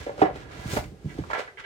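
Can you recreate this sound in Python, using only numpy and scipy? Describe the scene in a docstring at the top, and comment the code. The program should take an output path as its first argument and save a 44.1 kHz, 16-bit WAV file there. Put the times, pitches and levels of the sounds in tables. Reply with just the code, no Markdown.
"""Hands close and turn a small cardboard box on a cloth-covered table in a small quiet room.
Fingers rub the card and the cloth hisses, both as streams of random slips; early lid taps and a
loud knock ring the modes of the box walls. The box slides and thumps the modes of the table top,
the lid's edges snap home, further thumps follow and it is turned over with taps and scrapes.
Two spaced microphones hear it direct and through a room of sparse echoes, over steady room tone."""
import sys
import numpy as np
from scipy import signal
from scipy.fft import rfft, irfft, next_fast_len
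from scipy.io import wavfile

SR = 44100
rng = np.random.default_rng(int(sys.argv[2]) if len(sys.argv) > 2 else 0)


def boost_factor(decibels):
    """Convert a level in decibels to a linear amplitude factor."""
    exponent = np.asarray(decibels, float) / 20
    return 10 ** exponent


def int16_out(signal):
    """Quantize to a 16-bit WAV file."""
    q = np.round(np.clip(np.atleast_2d(signal).T, -1, 1) * 32767)
    wavfile.write(sys.argv[1], SR, q.astype(np.int16))


N = 72765  # length in samples

# Modes of the box walls. Each row: pitch in Hz, relative level in dB, free ringing time t60 in seconds.
BOX_MODES = [(307.3, -3, 0.11), (400, 4.5, 0.053), (485.4, 2.5, 0.048), (570.6, -10, 0.13),
             (683.6, -12.5, 0.11), (741.5, -3, 0.048), (1001, -5, 0.042), (1150, -11.5, 0.048),
             (1362, -8.5, 0.057), (1652, -4, 0.047), (1998, -6.5, 0.14), (2231, -4, 0.076),
             (2790, -8, 0.0083)]
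# Modes of the table top. Each row: pitch in Hz, relative level in dB, free ringing time t60 in seconds.
TABLE_MODES = [(66, 11.5, 0.09), (82.8, -2.5, 0.33), (116.2, 6.5, 0.078), (152, 3, 0.093), (190, -1, 0.13),
               (263, -2, 0.05), (305, 8.5, 0.036)]
# Taps on the box. Each row: start in seconds, level in dB, pitch in Hz of the walls it moves most.
BOX_TAPS = [(.0655, -25.5, 585), (.0692, -21.5, 480), (.0935, -24, 550), (.119, -37, 584), (.180, -33, 627),
            (.192, -25, 443), (.2166, -6.5, 750), (.2218, -5.5, 345), (.257, -18, 710), (.272, -23.5, 630),
            (.300, -27, 474), (.358, -31.5, 384), (.735, -25, 445), (1.179, -38, 750), (1.189, -31, 395),
            (1.238, -32, 1150), (1.302, -25.5, 1020), (1.312, -24.5, 1400), (1.332, -17.5, 1505),
            (1.348, -31, 835), (1.38, -26.5, 463), (1.394, -24, 535), (1.398, -36, 465), (1.477, -35, 1680),
            (1.481, -34.5, 1640), (1.484, -42, 417)]
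# Lid edges snapping home. Each row: start in seconds, level in dB, pitch in Hz of the walls moved most.
LID_SNAPS = [(.7668, -17, 950), (.7708, -13, 850), (.7754, -17, 650)]
BOX_RISE_S = 0.0005  # onset of taps and snaps
SAME_SLIPS = 0.16  # share of the slips' power that both capsules hear alike


def evened(x):
    """Scales to rms 1."""
    return x / np.sqrt(np.mean(x ** 2) + 1e-20)


def read(points, hz):
    """Reads a spectrum on a log-frequency axis."""
    f, value = np.transpose(points)
    return np.interp(np.log(hz + 1), np.log(f + 1), value)


def curves(rows):
    """Joins control rows into one value per sample, one curve per column after the time."""
    rows = np.array(rows)
    t = np.arange(N) / SR
    return [np.interp(t, rows[:, 0], column) for column in rows.T[1:]]


def add(mix, start_s, sound):
    """Mixes a sound in at its start time."""
    part = mix[round(start_s * SR):][:len(sound)]
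    part += sound[:len(part)]


def low_cut(x, hz, order):
    """Butterworth high-pass."""
    return signal.sosfilt(signal.butter(order, hz, "high", fs=SR, output="sos"), x)


def colour(x, points):
    """Filters by a spectrum in dB."""
    size = next_fast_len(N + 8192)
    gain = boost_factor(read(points, np.fft.rfftfreq(size, 1 / SR)))
    return irfft(rfft(x, size) * gain, size)[..., :N]


def share(hz, centre_hz, reach):
    """How much a touch centred on one pitch moves a mode; reach in octaves, over a -32 dB floor."""
    octaves = np.log2(hz / centre_hz)
    return np.exp(-.5 * (octaves / reach) ** 2) + boost_factor(-32)


def grains(per_s, spread_db, same):
    """Random slips of uneven size and sign over a surface, so each side hears partly other ones."""
    size_db = spread_db * np.minimum(rng.exponential(1, (3, N)), 4)
    size = boost_factor(size_db) * rng.choice([-1., 1.], (3, N))
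    slips = size * (rng.random((3, N)) < per_s / SR)  # left, right and common stream
    return evened(np.sqrt(same) * slips[2] + np.sqrt(1 - same) * slips[:2])


def rubbed(modes, slips, damping, centre_hz, reach):
    """A stream of slips rings the modes, whose free decay is sped up by the damping; rms near 1."""
    out, power, t = 0, 0, np.arange(4000) / SR
    for hz, db, t60 in modes:
        gain = boost_factor(db) * share(hz, centre_hz, reach)
        decay = boost_factor(-60 * t * damping / t60)
        ring = decay * np.sin(2 * np.pi * hz * t) * (1 - np.exp(-t * hz))
        ringing = signal.oaconvolve(slips, ring[None], axes=1)[:, :N]
        out = out + gain * evened(ringing)
        power = power + gain ** 2
    return out / np.sqrt(power)


def blows(rows, modes, rise_s, reach, late_damping):
    """Each blow rings the modes near its pitch, slightly detuned; late ones decay at another speed."""
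    out, t = np.zeros(N), np.arange(SR // 4) / SR
    hz, db, t60 = np.transpose(modes)[:, :, None]
    detune = 1 + 0.016 * rng.standard_normal((len(rows), len(modes), 1))
    for (start_s, level_db, centre_hz), d in zip(rows, detune):
        damping = late_damping if start_s > 0.74 else 1
        decay = boost_factor(db - 60 * t * damping / t60)
        ring = share(hz, centre_hz, reach) * decay * np.sin(2 * np.pi * hz * d * t)
        ring = ring.sum(0) * (1 - np.exp(-t / rise_s))
        add(out, start_s, boost_factor(level_db) * ring / abs(ring).max())
    return out


def dry_bursts(rows, bright_db):
    """Short decaying noise bursts in the colour of card; bright_db tilts them per octave."""
    # Spectrum of a tick. Each row: frequency in Hz, gain in dB before the tilt.
    card_colour = [(250, -47.5), (500, 12), (2000, 16), (7000, -4.5), (14000, -17)]
    out, t = np.zeros(N), np.arange(1000) / SR
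    for (start_s, level_db), noise in zip(rows, rng.standard_normal((len(rows), len(t)))):
        add(out, start_s, boost_factor(level_db) * noise * np.exp(-t / 0.007))  # decay constant in seconds
    return colour(out, [(hz, db + bright_db * np.log2(hz / 2000)) for hz, db in card_colour])


def rub():
    """Fingers and lid rub the box: many small slips ring the walls, damped by the hands."""
    # Rubbing strokes. Each row: time in seconds, level in dB, pitch in Hz of the walls rubbed most.
    strokes = [(0, -35, 910), (.05, -51, 930), (.11, -40.5, 610), (.165, -47.5, 600), (.25, -22.5, 720),
               (.33, -50.5, 860), (.7, -41.5, 1040), (.77, -36, 805), (.86, -58, 574), (1.08, -60, 910),
               (1.095, -44.5, 2380), (1.15, -55, 900), (1.19, -45.5, 600), (1.28, -59, 780),
               (1.305, -32.5, 1050), (1.33, -45, 1470), (1.336, -28, 1470), (1.37, -30, 1190),
               (1.41, -36.5, 970), (1.43, -45, 870), (1.568, -79, 1180), (1.574, -39, 2500),
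               (1.63, -55, 2500), (1.65, -34, 2380)]
    level_db, centre_hz = curves(strokes)
    slips = grains(per_s=1500, spread_db=4.5, same=SAME_SLIPS)
    walls = rubbed(BOX_MODES, slips, 2.2, centre_hz, reach=0.85)
    return boost_factor(level_db) * low_cut(walls, 370, 6)


def slide():
    """Fibres catch and let go; quick strokes on cloth hiss brighter than card on card."""
    # Box and sleeves sliding on cloth. Each row: time in seconds, hiss level in dB.
    hiss_levels = [(0, -43), (.15, -57.5), (.22, -39.5), (.28, -76), (.357, -49.5), (.42, -50.5),
                   (.46, -62), (.53, -48.5), (.65, -46), (.72, -33), (.78, -34), (.83, -60.5), (.98, -70.5),
                   (1.095, -52), (1.29, -54), (1.31, -42), (1.329, -50), (1.335, -37.5), (1.37, -50),
                   (1.395, -36), (1.45, -58), (1.565, -71.5), (1.6, -45), (1.65, -77)]
    # Spectrum of the cloth. Each row: frequency in Hz, gain in dB before the brightness tilt.
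    cloth = [(600, -37), (1300, -8), (2200, -7), (4000, -8), (8000, -12), (10500, -20), (15700, -19.5)]
    # Brightness of the hiss. Each row: time in seconds, tilt in dB per octave.
    bright = [(0, -4), (.22, -5.5), (.5, -6.5), (.75, 1), (1.25, -3.5), (1.33, -6.5), (1.6, -9.5)]
    fibres = grains(per_s=6700, spread_db=5, same=SAME_SLIPS)
    hz, t, z = signal.stft(colour(fibres, cloth), SR, nperseg=256)
    octaves = np.log2((hz[:, None] + 100) / 5000)
    z = z * boost_factor(octaves * np.interp(t, *np.transpose(bright)))
    hiss = signal.istft(z, SR, nperseg=256)[1][:, :N]
    return boost_factor(curves(hiss_levels)[0]) * evened(hiss)


def weight():
    """Weight of box and hands shifts on the table: slips ring the table top, mostly alike on both sides."""
    # Shifting weight. Each row: time in seconds, level in dB.
    weight_levels = [(0, -42.5), (.14, -45), (.3, -38), (.55, -43.5), (.75, -32.5), (1.0, -51), (1.1, -39),
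                     (1.3, -43), (1.4, -54.5), (1.65, -68)]
    shifts = grains(per_s=400, spread_db=1.8, same=0.93)
    return boost_factor(curves(weight_levels)[0]) * rubbed(TABLE_MODES, shifts, 1.41, 136.7, reach=1.0)


def hush():
    """Steady room tone from shaped noise, its likeness between the channels set by frequency."""
    # Spectrum of the room tone. Each row: frequency in Hz, relative level in dB per Hz.
    tone_colour = [(35, -53), (70, -10.5), (120, -13), (200, -45), (400, -1), (1000, -20.5), (2500, -25),
                   (9000, -34), (15700, -47.5)]
    # Likeness of the two channels. Each row: frequency in Hz, correlation from 0 to 1.
    likeness = [(100, 0.53), (500, 1), (1500, 0.047)]
    hz = np.fft.rfftfreq(N, 1 / SR)
    a, b = rfft(rng.standard_normal((2, N))) * boost_factor(read(tone_colour, hz))
    same = read(likeness, hz)
    right = same * a + np.sqrt(1 - same ** 2) * b
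    return boost_factor(-56) * evened(irfft(np.array([a, right]), N))


def thumps():
    """Soft-onset blows into the table ring its low modes."""
    # Thumps. Each row: start in seconds, level in dB, pitch in Hz it moves most.
    thump_rows = [(.003, -31, 74.6), (.219, -19, 190), (0.591, -29.5, 125), (.658, -20.5, 114),
                  (0.731, -19.5, 116), (0.786, -20, 93), (0.854, -27, 101), (0.92, -33.5, 205),
                  (1.045, -26.5, 157), (1.057, -19, 157), (1.086, -40, 152), (1.188, -20, 247),
                  (1.2, -22, 121)]
    return blows(thump_rows, TABLE_MODES, rise_s=0.0025, reach=0.41, late_damping=0.95)


def taps():
    """Taps ring the box walls, shorter once it is gripped; their sound carries little bass."""
    rings = blows(BOX_TAPS, BOX_MODES, BOX_RISE_S, reach=0.17, late_damping=2.25)
    return low_cut(rings, 210, 4)


def clicks():
    """Each tap and snap also has a dull, dry tick, set 22 dB down before its colour."""
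    rows = [(start_s, db - 22) for start_s, db, hz in [*BOX_TAPS, *LID_SNAPS]]
    return dry_bursts(rows, bright_db=-7)


def edge_ticks():
    """Dry ticks of card edges, as short noise bursts."""
    # Ticks. Each row: start in seconds, level in dB before the card's colour.
    tick_rows = [(.357, -44.5), (0.84, -45.5), (1.185, -47), (1.311, -55), (1.334, -63), (1.392, -41.5)]
    return dry_bursts(tick_rows, bright_db=0)


def snaps():
    """The lid's edges snap home: short knocks moving walls over a wide range of pitch."""
    return blows(LID_SNAPS, BOX_MODES, BOX_RISE_S, reach=0.8, late_damping=7)


def microphones(x):
    """The right capsule hears the box later; each has its own balance."""
    # Balance of the capsules. Each row: frequency in Hz, left minus right in dB.
    balance = [(60, -4.5), (400, -2), (750, -6), (2400, -5), (8000, 6), (15000, 0)]
    right_late_s = 0.000305
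    size = next_fast_len(N + 8192)
    hz = np.fft.rfftfreq(size, 1 / SR)
    left = boost_factor(read(balance, hz) / 2)
    right = np.exp(-2j * np.pi * hz * right_late_s) / left
    return irfft(rfft(x, size) * np.array([left, right]), size)[:, :N]


def room(x):
    """Sparse reflections of random sign, each band dying at its own speed, different per channel."""
    # Decay of the room. Each row: frequency in Hz, t60 in seconds.
    decay_times = [(150, 0.25), (700, 0.19), (5000, 0.29)]
    # Colour of the reflections. Each row: frequency in Hz, gain in dB.
    echo_colour = [(150, -24), (350, -15), (600, -3), (10000, -5)]
    echoes = np.zeros((2, SR // 2))
    grid = np.arange(120, SR // 2 - 20, 20)
    at = grid + rng.integers(0, 20, (2, len(grid)))  # one echo in every 20 samples
    np.put_along_axis(echoes, at, rng.choice([-1., 1.], at.shape), 1)
    hz, t, z = signal.stft(echoes, SR, nperseg=256)
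    t60 = read(decay_times, hz)[:, None]
    z = z * boost_factor(-60 * t / t60) / np.sqrt(t60 * 145)  # longer decays start softer
    tail = signal.istft(z, SR, nperseg=256)[1]
    return signal.fftconvolve(colour(x, echo_colour), tail, axes=1)[:, :N]


def scene():
    """Box, table and cloth, heard direct and through the room."""
    near = rub() + slide() + weight()
    near += thumps() + taps() + clicks() + edge_ticks() + snaps()
    return microphones(near) + room(near) + hush()


def roll_off(x):
    """The treble ends steeply here."""
    return signal.sosfilt(signal.butter(12, 15770, fs=SR, output="sos"), x)


def record(dry):
    """Cuts the rumble below 58 Hz and returns the finished mix."""
    mix = low_cut(dry, 58, 4)
    return roll_off(mix)


dry = scene()
out = record(dry)
int16_out(out)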